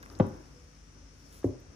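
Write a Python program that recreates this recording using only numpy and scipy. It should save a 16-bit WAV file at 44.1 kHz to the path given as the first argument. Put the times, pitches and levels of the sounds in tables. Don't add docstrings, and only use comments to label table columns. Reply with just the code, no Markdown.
import sys
import numpy as np
from scipy import signal
from scipy.fft import rfft, irfft
from scipy.io import wavfile

SR = 44100
rng = np.random.default_rng(int(sys.argv[2]) if len(sys.argv) > 2 else 0)


def materialize(psi):
    bounded = np.clip(np.atleast_2d(psi).T, -1, 1)
    quanta = np.round(bounded * 32767).astype(np.int16)
    wavfile.write(sys.argv[1], SR, quanta)


N = 77175
T = np.arange(N) / SR
FFT_SIZE = 2 * N
F = np.maximum(np.fft.rfftfreq(FFT_SIZE, 1 / SR), 1)
TOP_HZ = 15550
TUB_PAN_DB, BOWL_PAN_DB, HAND_PAN_DB, AIR_PAN_DB = 2.5, 0.5, 2, 2
TUB_LAG_MS, BOWL_LAG_MS, HAND_LAG_MS = .2, .18, .289


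def amp(db):
    return 10 ** (np.asarray(db) / 20)


def unit(x):
    return x / np.sqrt(np.mean(x ** 2))


def shape(x, gain):
    return irfft(rfft(x, FFT_SIZE) * gain, FFT_SIZE)[..., :N]


def colour(points):
    hz, db = np.array(points).T
    return amp(np.interp(np.log(F), np.log(hz), db))


def envelope(points):
    return amp(np.interp(T, *np.array(points).T))


def decay(start, t60):
    return (T >= start) * np.exp(-np.log(1000) * np.maximum(T - start, 0) / t60)


def place(x, pan_db, lag_ms=0):
    side = np.array([[1], [-1]]) / 2
    delay = np.exp(-2j * np.pi * F * side * lag_ms / 1000)
    return shape(x, amp(side * pan_db) * delay)


def diffuse(gain=1, wide_hz=486):
    mid, side = rng.standard_normal((2, N))
    side = shape(side, F / np.hypot(F, wide_hz))
    return unit(shape(np.array([mid + side, mid - side]), gain))


def burst(start, t60, gain):
    return shape(rng.standard_normal(N) * decay(start, t60), unit(gain))


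def thud(blows, modes):
    ring = sum((-1) ** k * amp(db) * np.sin(2 * np.pi * hz * T) * decay(0, t60)
               for k, (hz, db, t60) in enumerate(modes))
    push = 0
    for start, db, contact_ms in blows:
        bump = np.exp(-.5 * ((T - start) * 6000 / contact_ms) ** 2)
        push = push + amp(db) * bump / bump.sum()
    return shape(push, rfft(ring, FFT_SIZE))


def room_tone():
    # f/Hz, level/dB
    rumble_eq = [(20, -43), (38, -43), (47, -2.5), (60, -4), (72, 0.5), (87, -1.5), (120, -12),
                 (180, -13.5), (280, -13), (380, -21.5), (520, -21.5), (800, -30), (1250, -27),
                 (2500, -31.5), (4000, -43), (16000, -71.5)]
    hiss_eq = [(2000, -9), (4000, -12), (5000, -4), (5550, -5), (6000, -4.5), (6500, -4.5), (7700, -15.5),
               (8500, -13.5), (11000, -35), (16000, -52)]
    top_eq = [(4000, 6), (7000, 1), (8500, -2), (10000, 8), (11200, -56), (14500, -2), (16000, -39)]
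    # f/Hz, level/dB
    hum_tones = [(49.5, -58.5), (149, -65)]
    # f/Hz, half-width/Hz, level/dB
    whistle_bands = [(4454, 6.2, -84.5), (5215, 9.2, -76), (5300, 105, -76), (5807, 160, -73.5),
                     (6070, 17, -78.5), (6150, 110, -82.5), (7700, 29, -88.5)]
    rumble = amp(-57) * diffuse(colour(rumble_eq))
    hum = sum(amp(db) * unit(np.sin(2 * np.pi * (hz * T + rng.random()))) for hz, db in hum_tones)
    hiss = amp(-67) * diffuse(colour(hiss_eq))
    whistles = sum(amp(db) * diffuse(1 / (1 + ((F - hz) / width) ** 4))
                   for hz, width, db in whistle_bands)
    top_hiss = amp(-74) * unit(shape(rng.standard_normal(N), colour(top_eq)))
    bed = place(rumble + hum + hiss, AIR_PAN_DB)
    return bed + place(whistles, pan_db=13) + place(top_hiss, HAND_PAN_DB, HAND_LAG_MS)


def kitchen_reverb(send):
    # f/Hz, t60/s
    decay_times = [(60, 0.36), (250, 0.3), (1000, .45), (4000, 0.38), (16000, 0.086)]
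    # f/Hz, level/dB
    reverb_eq = [(40, -8), (110, -2.5), (200, 2), (330, 2), (550, -2), (1000, 2), (2000, -6.5), (6000, 0.5),
                 (16000, -32)]
    onset_s = 0.015
    noise = diffuse(wide_hz=312)
    hz, t60s = np.array(decay_times).T
    bands = [np.interp(np.log(F), np.log(hz), peak) for peak in np.eye(len(hz))]
    tail = sum(shape(noise, band) * decay(0, t60) for band, t60 in zip(bands, t60s))
    build_up = 1 - np.exp(-(T / onset_s) ** 2)
    response = rfft(tail * build_up, FFT_SIZE)
    response /= np.sqrt(np.mean(abs(response[:, F < 2000]) ** 2))
    return shape(send, response * colour(reverb_eq))


def soft_rings():
    # t/s, level/dB, f/Hz, t60/s
    rings = [(0.538, -56, 488.6, 0.63), (.93, -56, 280, 0.55), (1.002, -59, 280, 0.39)]
    attack_s = 0.026
    return sum(amp(db) * np.sin(2 * np.pi * hz * T) * decay(start, t60)
               * np.clip((T - start) / attack_s, 0, 1) for start, db, hz, t60 in rings)


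def handling():
    # t/s, level/dB
    swells = [(0, -54), (.13, -53), (.19, -49.5), (.35, -48), (.47, -56.5), (.6, -64), (.88, -83),
              (.97, -57.5), (1.1, -69), (1.18, -68.5), (1.27, -60.5), (1.37, -59.5), (1.42, -64),
              (1.75, -57)]
    # f/Hz, level/dB
    bump_eq = [(40, -17), (90, 4), (150, -10.5), (210, -12), (285, -3), (370, -9.5), (500, -12.5),
               (750, -20), (1500, -22), (4000, -65)]
    return diffuse(colour(bump_eq)) * envelope(swells)


def rustle():
    # t/s, level/dB
    swells = [(0, -73), (.04, -68), (.08, -65), (.125, -63.5), (.18, -70), (.21, -71), (.32, -68.5),
              (1.1, -81.5), (1.195, -66.5), (1.24, -69), (1.3, -65), (1.34, -55.5), (1.4, -58.5),
              (1.43, -70), (1.455, -58), (1.5, -71), (1.55, -83), (1.75, -80)]
    # f/Hz, level/dB
    grain_eq = [(300, -41), (1300, 8), (3000, 2), (6000, 3), (8500, 4), (10200, 4.5), (14000, -1.5),
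                (16000, 7.5)]
    grain_samples, grain_db = 32, 3
    sizes = np.minimum(rng.exponential(size=N // grain_samples + 1), 3)
    grains = rng.standard_normal(N) * amp(grain_db * np.repeat(sizes, grain_samples)[:N])
    return unit(shape(grains, colour(grain_eq))) * envelope(swells)


def ticks():
    # t/s, level/dB, centre f/Hz, t60/s
    snaps = [(0.028, -45, 4820, 0.007), (0.029, -54, 12900, 0.021), (0.029, -45.5, 1500, 0.069),
             (0.055, -56, 9800, 0.013), (0.061, -39, 1660, 0.011), (0.1, -50.5, 4830, 0.015),
             (.115, -56, 9800, 0.013), (.1255, -60, 13800, 0.009), (0.151, -54.5, 4500, 0.044),
             (.189, -50, 6950, 0.021), (0.266, -52.5, 9150, 0.019), (.287, -58, 14000, .012),
             (1.35, -59, 10100, 0.015), (1.445, -53, 6560, 0.021), (1.601, -66, 13000, 0.043)]
    half_width_octaves = .32
    peeling = 0
    for start, db, hz, t60 in snaps:
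        band = (F < TOP_HZ) / (1 + (np.log2(F / hz) / half_width_octaves) ** 2)
        peeling += amp(db) * burst(start, t60, band)
    return peeling


def slaps():
    # t/s, level/dB, t60/s
    splats = [(.1, -54.5, 0.14), (.122, -59, 0.041), (0.1986, -31, 0.05), (1.4309, -48.5, 0.051),
              (1.442, -51.5, 0.05)]
    # f/Hz, level/dB
    splat_eq = [(200, -40), (700, 7), (1400, 3), (2200, -5), (4200, -18.5), (5200, -30), (16000, -49)]
    return sum(amp(db) * burst(start, t60, colour(splat_eq)) for start, db, t60 in splats)


def tub_knock():
    # t/s, level/dB, contact/ms
    blows = [(.1989, -12, 0.86), (.2003, 7.5, 2.18), (.2067, 9, 7.4), (.2415, -12, 3.5),
             (.2585, -16.5, 2.8), (.2725, -11.5, 5.7), (.297, -7, 9.6)]
    # f/Hz, level/dB, t60/s
    modes = [(99.3, -26, 0.17), (151.5, -14.5, 0.024), (215, -10.5, 0.035), (289.4, -6, .02),
             (338.4, -6, 0.0174), (390.6, -25, 0.13), (513.3, -19, 0.086), (646, -30, 0.11),
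             (730, -45, 0.045), (835, -13.5, 0.043), (960, -21, 0.15), (1090, -6.5, 0.042),
             (1167, -13, 0.083), (1428, -29, 0.15)]
    low_cut_hz = 58
    return shape(thud(blows, modes), 1 / np.hypot(1, (low_cut_hz / F) ** 4))


def bowl_thud():
    # t/s, level/dB, contact/ms
    blows = [(1.4428, -45, 2.8), (1.4444, 3, 1.94), (1.4554, 4, 4.8)]
    # f/Hz, level/dB, t60/s
    modes = [(67, -39.5, 0.29), (100.4, -34.5, 0.21), (127.7, -32, 0.37), (179, -61, .1), (246.4, -26, 0.1),
             (290, -11, 0.022), (410.5, -35.5, 0.21), (477, -40, 0.16), (492, -10.5, 0.012),
             (596.5, -37, 0.25), (784, -10.5, 0.0119), (780, -14, 0.0193)]
    return -thud(blows, modes)


def scene():
    tub, bowl = tub_knock(), bowl_thud()
    skin = place(slaps(), TUB_PAN_DB)
    glove = place(ticks() + rustle(), HAND_PAN_DB, HAND_LAG_MS)
    bumps = place(handling() + soft_rings(), AIR_PAN_DB)
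    reverb = kitchen_reverb(amp(-10.5) * tub + amp(-7.5) * bowl + amp(-4) * skin)
    impacts = place(tub, TUB_PAN_DB, TUB_LAG_MS) + place(bowl, BOWL_PAN_DB, BOWL_LAG_MS)
    return room_tone() + reverb + bumps + glove + skin + impacts


def record(dry):
    low_cut_hz = 42
    low_cut = 1 / np.hypot(1, (low_cut_hz / F) ** 12)
    high_cut = signal.ellip(10, .2, 80, TOP_HZ, fs=SR, output="sos")
    return signal.sosfilt(high_cut, shape(dry, low_cut))


dry = scene()
out = record(dry)
materialize(out)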